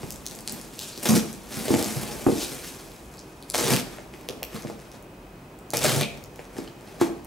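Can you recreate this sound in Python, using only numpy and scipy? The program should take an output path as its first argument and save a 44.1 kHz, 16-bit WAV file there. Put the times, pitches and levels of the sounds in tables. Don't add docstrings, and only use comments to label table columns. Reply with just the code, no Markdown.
import sys
import numpy as np
from scipy import signal
from scipy.fft import rfft, irfft, next_fast_len
from scipy.io import wavfile
from scipy.ndimage import map_coordinates

SR = 44100
rng = np.random.default_rng(int(sys.argv[2]) if len(sys.argv) > 2 else 0)


def int16_out(signal):
    q = np.round(np.clip(np.atleast_2d(signal).T, -1, 1) * 32767)
    wavfile.write(sys.argv[1], SR, q.astype(np.int16))


def elevation(decibels):
    levels = np.asarray(decibels, float)
    return 10 ** (levels / 20)


N = 320166

# start_s, hiss_db, boom_db
STROKES = [
    [(1.02, -48, -44), (1.03, -28, -37), (1.05, -35, -34), (1.056, -22, -32), (1.102, -27.5, -22.5),
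     (1.164, -24, -29), (1.21, -38, -57)],
    [(3.53, -55, -46), (3.542, -24.5, -39), (3.6, -26.5, -33), (3.692, -23.5, -24.5), (3.734, -21, -22.5),
     (3.8, -33, -45)],
    [(5.728, -79, -65), (5.736, -25, -29), (5.784, -35, -37), (5.854, -22, -29.5), (5.984, -28, -30),
     (6.008, -27, -33), (6.05, -46, -36)],
]
# hiss_hz, rasp_re_hiss_db, first_boom_hz, last_boom_hz, drone_re_boom_db
SEAMS = [
    (7300, -5.5, 290, 220, -12),
    (5360, -4, 660, 206, 0.5),
    (5000, -4, 790, 370, 6),
]
# pitch_hz, level_db (per Hz)
RIP_COLOUR = [(1470, -33), (2500, -3.5), (4780, -5), (5820, -6), (10600, -6), (15100, -13.5), (16100, -22),
              (16500, -38)]
# pitch_hz, level_db (per Hz)
RUB_COLOUR = [(1470, -31), (2500, -5), (3460, -8), (7430, -9), (10900, -8), (15200, -16), (16100, -17),
              (16500, -39)]
# pitch_hz, width_hz, level_db
RASP = [(830, 590, 13), (1046, 153, 13.5), (1420, 286, 8.5), (1875, 140, 9.5), (2190, 155, 8),
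        (2500, 290, 2)]
# pitch_hz, level_db, t60_s
BOX = [(128, 0, 0.087), (135, -11, 0.058), (150, 0, 0.014), (193, -1.5, 0.29), (214.3, 0.5, 0.16),
       (248, 4.5, 0.054), (298, -1.5, 0.15), (339.5, -1.5, 0.13), (400, 4, 0.035), (460, 7, 0.071),
       (524, 10, 0.012), (602, 5.5, 0.039), (685, 9, 0.074), (812, 9.5, 0.043), (875, -62, 0.049),
       (1128, 17, 0.008)]
# peak_s, swell_s, fade_s, hiss_db, boom_db
RUBS = [(.02, 0.1, 0.25, -42.5, -41.5), (.32, 0.077, 0.27, -46.5, -45.5), (.48, 0.02, 0.35, -41.5, -45),
        (.74, 0.023, .03, -47, -62), (1.0, 0.063, 0.036, -43, -59), (1.22, .01, 0.12, -42, -50),
        (1.31, 0.2, 0.15, -44.5, -50), (1.53, 0.038, 0.96, -35, -51), (1.734, .15, 0.28, -31, -29),
        (1.85, 0.26, 0.4, -36, -54), (2.01, 0.089, 0.31, -38, -37.5), (2.22, 0.26, 0.04, -61.5, -46),
        (2.28, 0.026, 0.2, -36, -39), (2.55, 0.44, 0.05, -38.5, -42.5), (2.65, 0.15, 0.2, -39.5, -50),
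        (2.91, 0.11, 0.034, -59, -48.5), (3.2, 0.26, 0.17, -80, -69), (3.5, 0.022, 0.0055, -44.5, -57)]
# peak_s, swell_s, fade_s, hiss_db, boom_db
GRIPS = [(3.92, 0.25, 0.15, -46.5, -48), (4.14, 0.027, 0.24, -52.5, -48), (4.3, 0.034, 0.12, -51, -41.5),
         (4.56, 0.057, 0.056, -39.5, -52), (4.69, 0.088, 0.072, -45.5, -45), (4.95, 0.12, 0.046, -52, -50),
         (6.17, 0.15, 0.14, -52.5, -48), (6.4, 0.08, 0.17, -54, -58), (6.585, 0.067, .09, -45, -40),
         (6.89, 0.035, 0.24, -50.5, -59), (4.81, .02, 0.074, -52, -65), (6.82, 0.19, 0.98, -58, -55),
         (7.014, 0.012, 0.048, -31.5, -47), (7.1, 0.12, 0.055, -69, -35)]
# peak_s, swell_s, fade_s, hiss_db, boom_db
SWIPES = [
    (.83, 0.064, 0.15, -34.5, -66),
    (2.433, 0.054, 0.036, -25, -40),
    (2.68, 0.041, 0.03, -38.5, -56),
]
# rasp_re_hiss_db, hiss_hz, boom_hz, drone_re_boom_db, lift_around_hiss_db
TAPE_SURFACE = (-4, 6100, 281, -3.5, 3.5)
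CARD_SURFACE = (0.5, 4400, 341, -29, 5)
LABEL_SURFACE = (-11.5, 5010, 331, -21, 8)
# start_s, peak_db, lowest_hz, highest_hz
TAPE_SNAPS = [(0.0323, -31, 1600, 11500), (0.1058, -15, 4400, 14700), (0.1228, -21, 5500, 14700),
              (0.1598, -29, 5500, 14700), (0.2573, -26, 4400, 14700), (0.2652, -13, 4400, 14700),
              (0.2985, -26, 2700, 14700), (0.3113, -25, 3400, 11500), (0.352, -27, 5500, 14700),
              (0.36, -28, 7100, 14700), (0.3892, -23, 1300, 14700), (0.4073, -28, 7100, 14700),
              (0.4765, -12, 4000, 9000), (0.4959, -17, 4800, 9000), (0.5232, -15, 7100, 14700),
              (0.599, -30, 2100, 14700), (0.6137, -24, 5500, 11500), (0.7272, -38, 1600, 7100),
              (0.7393, -33, 2700, 11500), (0.758, -34, 7100, 11500), (0.7921, -15, 3000, 17000),
              (0.822, -24, 2700, 11500), (0.9769, -21, 3400, 14700), (1.0291, -20, 7100, 14700),
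              (1.0336, -15, 4400, 14700), (1.0457, -16, 7100, 14700), (1.0568, -10, 800, 11500),
              (1.0895, -6, 4400, 14700), (1.0947, -11, 3400, 14700), (1.1656, -14, 800, 11500),
              (1.1709, -15, 3400, 14700), (1.1785, -16, 5500, 11500), (1.3294, -25, 5500, 11500),
              (1.6821, -17, 2700, 14700), (1.7411, -14, 1500, 9000), (1.8266, -13, 4400, 11500),
              (1.8443, -14, 5500, 11500), (2.9182, -33, 2100, 14700), (2.9642, -37, 2100, 14700),
              (3.1404, -35, 4400, 11500), (3.172, -34, 3400, 11500), (3.1927, -29, 4400, 9000),
              (3.4258, -29, 3400, 11500),
              (3.5006, -13, 5500, 11500), (3.5463, -8, 800, 9000), (3.5555, -14, 2500, 9000),
         (3.5802, -11, 4400, 11500), (3.764, -10, 1500, 14700), (3.771, -16, 1500, 7000),
         (3.9852, -30, 800, 1700), (4.139, -32, 1600, 4400), (4.2116, -36, 1300, 14700),
         (4.2885, -14, 2100, 14700), (4.4305, -11, 2300, 14700), (4.5463, -28, 800, 14700),
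         (4.6231, -27, 4400, 11500), (4.6719, -30, 1600, 7100), (4.6996, -33, 800, 5600),
         (4.7935, -40, 2700, 11500), (4.8003, -35, 3400, 11500), (4.8176, -39, 5500, 11500),
         (4.9166, -33, 3400, 9000), (5.0256, -38, 9000, 17000), (5.5893, -36, 7100, 17000),
         (5.7045, -17, 4400, 14700), (5.736, -15, 800, 14700), (5.7709, -7, 4400, 14700),
         (5.792, -16, 2100, 14700), (5.8317, -12, 1300, 11500), (5.8416, -10, 7100, 11500),
         (5.8454, -7, 800, 11500), (6.012, -9, 1700, 11500), (6.0207, -15, 1900, 7100),
         (6.0325, -17, 2700, 7100), (6.1749, -33, 3400, 11500), (6.2398, -27, 5500, 14700),
         (6.3593, -32, 2700, 14700), (6.3932, -30, 800, 2700), (6.4451, -37, 2100, 11500),
         (6.4531, -39, 800, 7100), (6.5673, -32, 800, 7100), (6.5834, -26, 800, 9000),
         (6.646, -36, 800, 9000), (6.6776, -35, 800, 5600), (6.8096, -40, 800, 11500),
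         (6.8759, -38, 2700, 11500), (7.0007, -29, 1000, 7100), (7.0138, -15, 700, 9000),
         (7.2476, -29, 7100, 14700)]
# start_s, peak_db, centre_hz, spread_octaves
KNOCKS = [(.032, -18, 190, 0.93), (0.977, -31, 370, 0.37), (1.055, -15, 485, 0.78), (1.09, -9.5, 205, 0.3),
          (1.164, -10, 255, 0.78), (1.96, -20.5, 135, 0.21), (1.567, -23, 177, 0.63),
          (1.704, -7.5, 322, 0.3), (1.74, -8.5, 304, 0.58), (2.2651, -6, 332, 0.32),
          (2.287, -13, 400, 0.37), (2.323, -16.5, 290, 0.4), (2.363, -27, 292, 0.26),
          (1.117, -13, 202, 0.22), (1.139, -11, 210, .2), (1.682, -23, 400, 0.38), (2.151, -33, 388, 0.12),
          (6.568, -34, 400, 0.77), (3.546, -23.5, 657, 0.22), (3.985, -30, 615, 0.42),
          (4.287, -30, 460, 0.095), (4.425, -29, 590, 0.29), (4.546, -24, 196, 0.7),
          (4.649, -22.5, 314, 1.1), (4.699, -23, 308, 0.96), (5.845, -24, 612, 0.065),
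          (6.011, -12.5, 329, 0.82), (6.393, -32, 520, 0.7), (6.586, -20, 290, 0.35),
          (7.0132, -6.5, 343, 0.15), (4.562, -29, 696, .8), (3.585, -20, 604, .4), (5.735, -20, 690, 0.64),
          (4.301, -26.5, 442, 0.1), (1.76, -16.5, 260, 0.26), (7.0135, -19.5, 750, 0.35)]
# start_s, level_db (rms), pitch_hz, t60_s
TWANGS = [
    (5.74, -32, 2350, 0.12),
    (6.012, -34.5, 2450, 0.38),
    (6.021, -37, 3030, 0.23),
    (6.675, -43.5, 2980, 0.03),
    (6.675, -42, 4630, 0.028),
    (3.18, -48, 4950, 0.14),
]
# start_s, peak_db
BUMPS = [
    (0.03, -27),
    (1.564, -30),
    (1.702, -18.5),
    (2.264, -22),
    (3.699, -39),
    (4.545, -49),
    (4.655, -33),
]
# start_s, peak_db
THUDS = [
    (2.272, -21),
    (1.706, -31),
    (.04, -32),
]
# delay_s, level_db, smear_s
ECHOES = [(.008, -6.5, .0001), (.0172, -14, .0008), (.0198, -12, .001), (.036, -18, .001)]
# pitch_hz, t60_s
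ROOM_T60 = [(200, 0.58), (1400, 0.48), (5000, 0.46), (14000, 0.33)]
# pitch_hz, likeness (0 to 1)
LIKENESS = [(60, 1.0), (130, 1), (290, 0.98), (640, 0.85), (1410, 0.31), (3100, 0.52), (6820, 0.59),
            (15000, 0.73)]
# pitch_hz, lead_rad
LEAD = [(30, 1.1), (150, 1.05), (430, .85), (1810, .4), (3700, .25), (8700, .3), (12500, .75), (16500, .5)]
# pitch_hz, level_db
BALANCE = [(60, -1.5), (240, 0), (950, -0.5), (3770, 0.5), (15000, 1.5)]
# pitch_hz, level_db
RUMBLE = [(15, -39), (33, -15), (45, 3), (53, -14), (85, -8), (172, -2.5), (202, -9.5), (339, -3.5),
          (368, -8.5), (952, -14.5), (1030, -16), (1880, -23.5), (2600, -23.5), (3410, -30.5),
          (15200, -38.5), (16500, -44)]
# pitch_hz, level_db (rms)
WHINE = [(2521, -66.5), (3150, -87), (15620, -73)]


def rms_one(x):
    return x / np.sqrt(np.mean(x ** 2) + 1e-20)


def at_hz(points, hz):
    table = np.array(points)
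    return np.interp(np.log(hz), np.log(table[:, 0]), table[:, 1])


def near(hz, centre_hz, octaves):
    return np.exp(-.5 * (np.log2(hz / centre_hz) / octaves) ** 2)


def band(x, low_hz, high_hz):
    edges = [low_hz, min(high_hz, .45 * SR)]
    return signal.sosfilt(signal.butter(2, edges, "band", fs=SR, output="sos"), x)


def drift(rate_hz):
    r = np.exp(-32 * np.pi * rate_hz / SR)
    noise = rng.standard_normal(N // 16 + 2002)
    slow = signal.lfilter([1], [1, -2 * r, r * r], noise)[2000:]
    return np.interp(np.arange(N) / 16, np.arange(len(slow)), rms_one(slow))


def ring(x, hz, t60):
    r, w = elevation(-60 / (t60 * SR)), 2 * np.pi * hz / SR
    return signal.lfilter([0, np.sin(w)], [1, -2 * r * np.cos(w), r * r], x + 1e-18)


def blade():
    t, out = np.arange(N) / SR, np.zeros((8, N))
    out[5:] = 1
    for rows, (hiss_hz, rasp_db, first_hz, last_hz, drone_db) in zip(STROKES, SEAMS):
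        s, speed_db, press_db = np.transpose(rows)
        done = np.clip((t - s[0]) / (s[-1] - s[0]), 0, 1)
        touch = np.clip(np.minimum(t - s[0], s[-1] - t) / .004 + 1, 0, 1)
        hiss_db = np.interp(t, s, speed_db)
        boom_db = np.interp(t, s, press_db)
        panel_db = boom_db + drone_db + 7.5 * (done - .5)
        boom_hz = first_hz * (last_hz / first_hz) ** done
        controls = [touch, hiss_db, rasp_db, boom_db, panel_db, hiss_hz, boom_hz, 4.0]
        for row, value in zip(out, controls):
            row[:] = np.where(touch > 0, value, row)
    return out


def friction(controls, colour, per_s, spread_db, lumpy_db):
    touch, hiss_db, rasp_db, boom_db, drone_db, hiss_hz, boom_hz, focus_db = controls
    sizes = elevation(spread_db * np.minimum(rng.exponential(1, N), 5)) * rng.choice([-1, 1], N)
    chance = per_s * elevation(lumpy_db * drift(60)) / SR
    slips = rms_one(sizes * (rng.random(N) < chance))

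    edges = 2500 * 2 ** np.arange(0, 3, 1 / 3)
    hiss, power = 0, 0
    dealt = rng.integers(0, 2, N)
    for k, (low, high) in enumerate(zip(edges, edges[1:])):
        hz = np.sqrt(low * high)
        gain = elevation(at_hz(colour, hz) + focus_db * near(hz, hiss_hz, 0.72))
        flutter = elevation(2.04 * drift(57))
        hiss = hiss + gain * flutter * band(slips * (dealt == k % 2), low, high)
        power = power + gain ** 2 * (high - low)
    hiss = rms_one(hiss / np.sqrt(power))

    rasp = 0
    for k, (hz, width, db) in enumerate(RASP):
        rasp = rasp + elevation(db) * rms_one(ring(slips, hz, 0.93 / width)) * (-1) ** k
    rasp = rms_one(rasp)

    weights = [elevation(db) * (0.35 + near(hz, boom_hz, 0.39)) * (hz > 180) for hz, db, t60 in BOX]
    total = np.sqrt(sum(w ** 2 for w in weights))
    push, boom = touch * slips, 0
    for w, (hz, db, t60) in zip(weights, BOX):
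        weight = elevation(boom_db) * w / total + elevation(drone_db + db - 6.5) * (hz < 180)
        even_power = np.sqrt(4 * np.log(1000) / (t60 * SR))
        boom = boom + ring(weight * push, hz, t60) * even_power
    boom = band(band(boom, 136, 1000), 101, 5800)
    return touch * elevation(hiss_db) * (hiss + elevation(rasp_db) * rasp) + boom


def swells(rows):
    t, power = np.arange(0, N + 32, 32) / SR, 1e-12
    for s, swell, fade, hiss_db, boom_db in rows:
        rise, fall = (s - t) / max(swell, .002), (t - s) / max(fade, .002)
        slope_db = -12 * np.maximum(rise, fall)
        power = power + elevation(2 * (slope_db + np.array([[hiss_db], [boom_db]])))
    return power


def hands():
    power = np.array([swells(RUBS), swells(GRIPS), swells(SWIPES)])
    hiss_db, boom_db = 10 * np.log10(power.sum(0))
    share = power[:, 0] / power[:, 0].sum(0)
    surfaces = np.transpose([TAPE_SURFACE, CARD_SURFACE, LABEL_SURFACE])
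    rasp_db, hiss_hz, boom_hz, drone_db, focus_db = surfaces @ share
    touch = np.ones_like(hiss_db)
    coarse = [touch, hiss_db, rasp_db, boom_db, boom_db + drone_db, hiss_hz, boom_hz, focus_db]
    return [np.interp(np.arange(N) / 32, np.arange(len(c)), c) for c in coarse]


def snaps():
    out, luck = np.zeros(N), rng.standard_normal((128, 80))
    fade = .36 * np.exp(-np.arange(80) / 20.0)
    for (s, db, low_hz, high_hz), noise in zip(TAPE_SNAPS, luck):
        burst = np.r_[1, noise * fade, np.zeros(175)]
        lower_half = band(burst, low_hz, np.sqrt(low_hz * high_hz))
        click = band(burst, low_hz, high_hz) + .8 * lower_half
        at = round(s * SR) - np.abs(click).argmax()
        click = elevation(db + 2) * click / np.abs(signal.hilbert(click)).max()
        out[at:at + 256] += click[:N - at]
    return out


def knocks():
    s, peak_db, centre_hz, octaves = np.transpose(KNOCKS)
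    at, out, t = np.round(s * SR).astype(int), np.zeros(N), np.arange(SR // 5) / SR
    shape = (len(s), len(BOX))
    luck = rng.choice([-1, 1], shape) * elevation(4.6 * rng.standard_normal(shape) - 3)
    for k, (hz, db, t60) in enumerate(BOX):
        clicks = np.zeros(N)
        share = 0.15 + near(hz, centre_hz, np.clip(octaves, .1, 1.5))
        share = share / np.sqrt(octaves / 0.29)
        signed = np.where(share > .7, -np.abs(luck[:, k]), luck[:, k])
        clicks[at] = elevation(peak_db + db - 13) * share * signed
        out += ring(clicks, hz, t60)
    for i, db, hz, wide in zip(at, peak_db, centre_hz, octaves):
        decay_db = 60 * t * hz * wide / 4.8
        out[i:i + len(t)] -= elevation(db - 5.5 - decay_db) * np.sin(2 * np.pi * hz * t)
    return band(band(out, 85, 2700), 87, 6000)


def twangs():
    out, t = np.zeros(N), np.arange(SR // 2) / SR
    for s, db, hz, t60 in TWANGS:
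        buzz = rms_one(band(rng.standard_normal(len(t)), hz / 1.13, hz * 1.06))
        out[round(s * SR):][:len(t)] += elevation(db - 60 * t / t60) * buzz
    return out


def bumps():
    table_hz, table_t60_s = 86.5, 0.044
    clicks = np.zeros(N)
    for s, db in BUMPS:
        clicks[round(s * SR)] = elevation(db)
    return band(ring(clicks, table_hz, table_t60_s), 60, 220)


def thuds():
    t = np.arange(N) / SR
    push = sum(elevation(db) * np.exp(-((t - s) / .005) ** 2) for s, db in THUDS)
    return push * np.array([[.4], [1]])


def room(x):
    tail_db = -8
    t = np.arange(SR // 2) / SR
    early = np.zeros((2, len(t)))
    for delay, db, smear_s in ECHOES:
        noise = rng.standard_normal(200) + 0.16 * rng.standard_normal((2, 200))
        smear = noise * np.exp(-t[:200] / smear_s)
        smear[:, 0] = 2
        early[:, round(delay * SR):][:, :200] += elevation(db) * smear / np.sqrt(np.sum(smear ** 2) / 2)

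    tail, edges = 0, 60 * 2 ** np.arange(9.)
    for low, high in zip(edges, edges[1:]):
        hz = np.sqrt(low * high)
        mid, side = band(rng.standard_normal((2, len(t))), low, high)
        alike = np.clip(at_hz(LIKENESS, hz), 0, .97) ** 2
        both = np.sqrt(1 + alike) * mid + np.sqrt(1 - alike) * side * [[1], [-1]]
        tail = tail + both * elevation(-60 * t / at_hz(ROOM_T60, hz))
    tail = tail * np.clip(t / 0.0075, 0, 1) ** 2
    response = early + elevation(tail_db) * tail / np.sqrt(np.sum(tail ** 2) / 2)

    moving = map_coordinates(x, [np.arange(N) - 7.04 * drift(8.86)], order=3)
    return x + signal.fftconvolve(moving[None], response, axes=1)[:, :N]


def ports(x):
    size = next_fast_len(N + 4096)
    hz = np.arange(size // 2 + 1) * SR / size + 1
    turn = np.exp(.5j * at_hz(LEAD, hz)) * elevation(at_hz(BALANCE, hz) / 2)
    return irfft(rfft(x, size) * np.array([turn, 1 / turn]), size)[:, :N]


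def rumble():
    rumble_db, throb_hz, throb_db = -45, 48, -54
    out, edges = 0, 25 * 2 ** np.arange(0, 9.5, 1 / 3)
    white = rng.standard_normal((2, 2, N + 8000))
    for k, (low, high) in enumerate(zip(edges, edges[1:])):
        mid, side = band(white[k % 2], low, high)[:, 8000:]
        hz = np.sqrt(low * high)
        alike = np.clip(at_hz(LIKENESS, hz), 0, 1)
        both = np.sqrt(1 + alike) * mid + np.sqrt(1 - alike) * side * [[1], [-1]]
        out = out + elevation(at_hz(RUMBLE, hz)) * both
    t = np.arange(N) / SR
    whine = sum(elevation(db + 1.0) * np.sin(2 * np.pi * hz * t) for hz, db in WHINE)
    engine = rms_one(band(white[0, 0], throb_hz / 0.97, throb_hz * 1.245)[8000:])
    throb = elevation(throb_db + 1.6 * drift(6.6)) * engine
    return elevation(rumble_db) * rms_one(out) + throb + whine


def scene():
    rips = friction(blade(), RIP_COLOUR, per_s=6000, spread_db=4.2, lumpy_db=3.5)
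    rubs = friction(hands(), RUB_COLOUR, per_s=12000, spread_db=4.0, lumpy_db=2.5)
    table = elevation(-4.0) * (rips + rubs) + snaps() + knocks() + twangs() + bumps()
    return ports(room(table)) + rumble() + thuds()


def band_limit(x):
    return signal.sosfilt(signal.butter(12, 16970, fs=SR, output="sos"), x)


def record(dry):
    top_cut = signal.cheby2(14, 26, 15950, fs=SR, output="sos")
    bass_cut = signal.butter(2, 40, "high", fs=SR, output="sos")
    mix = signal.sosfilt(bass_cut, signal.sosfilt(top_cut, dry))
    return band_limit(mix)


dry = scene()
out = record(dry)
int16_out(out)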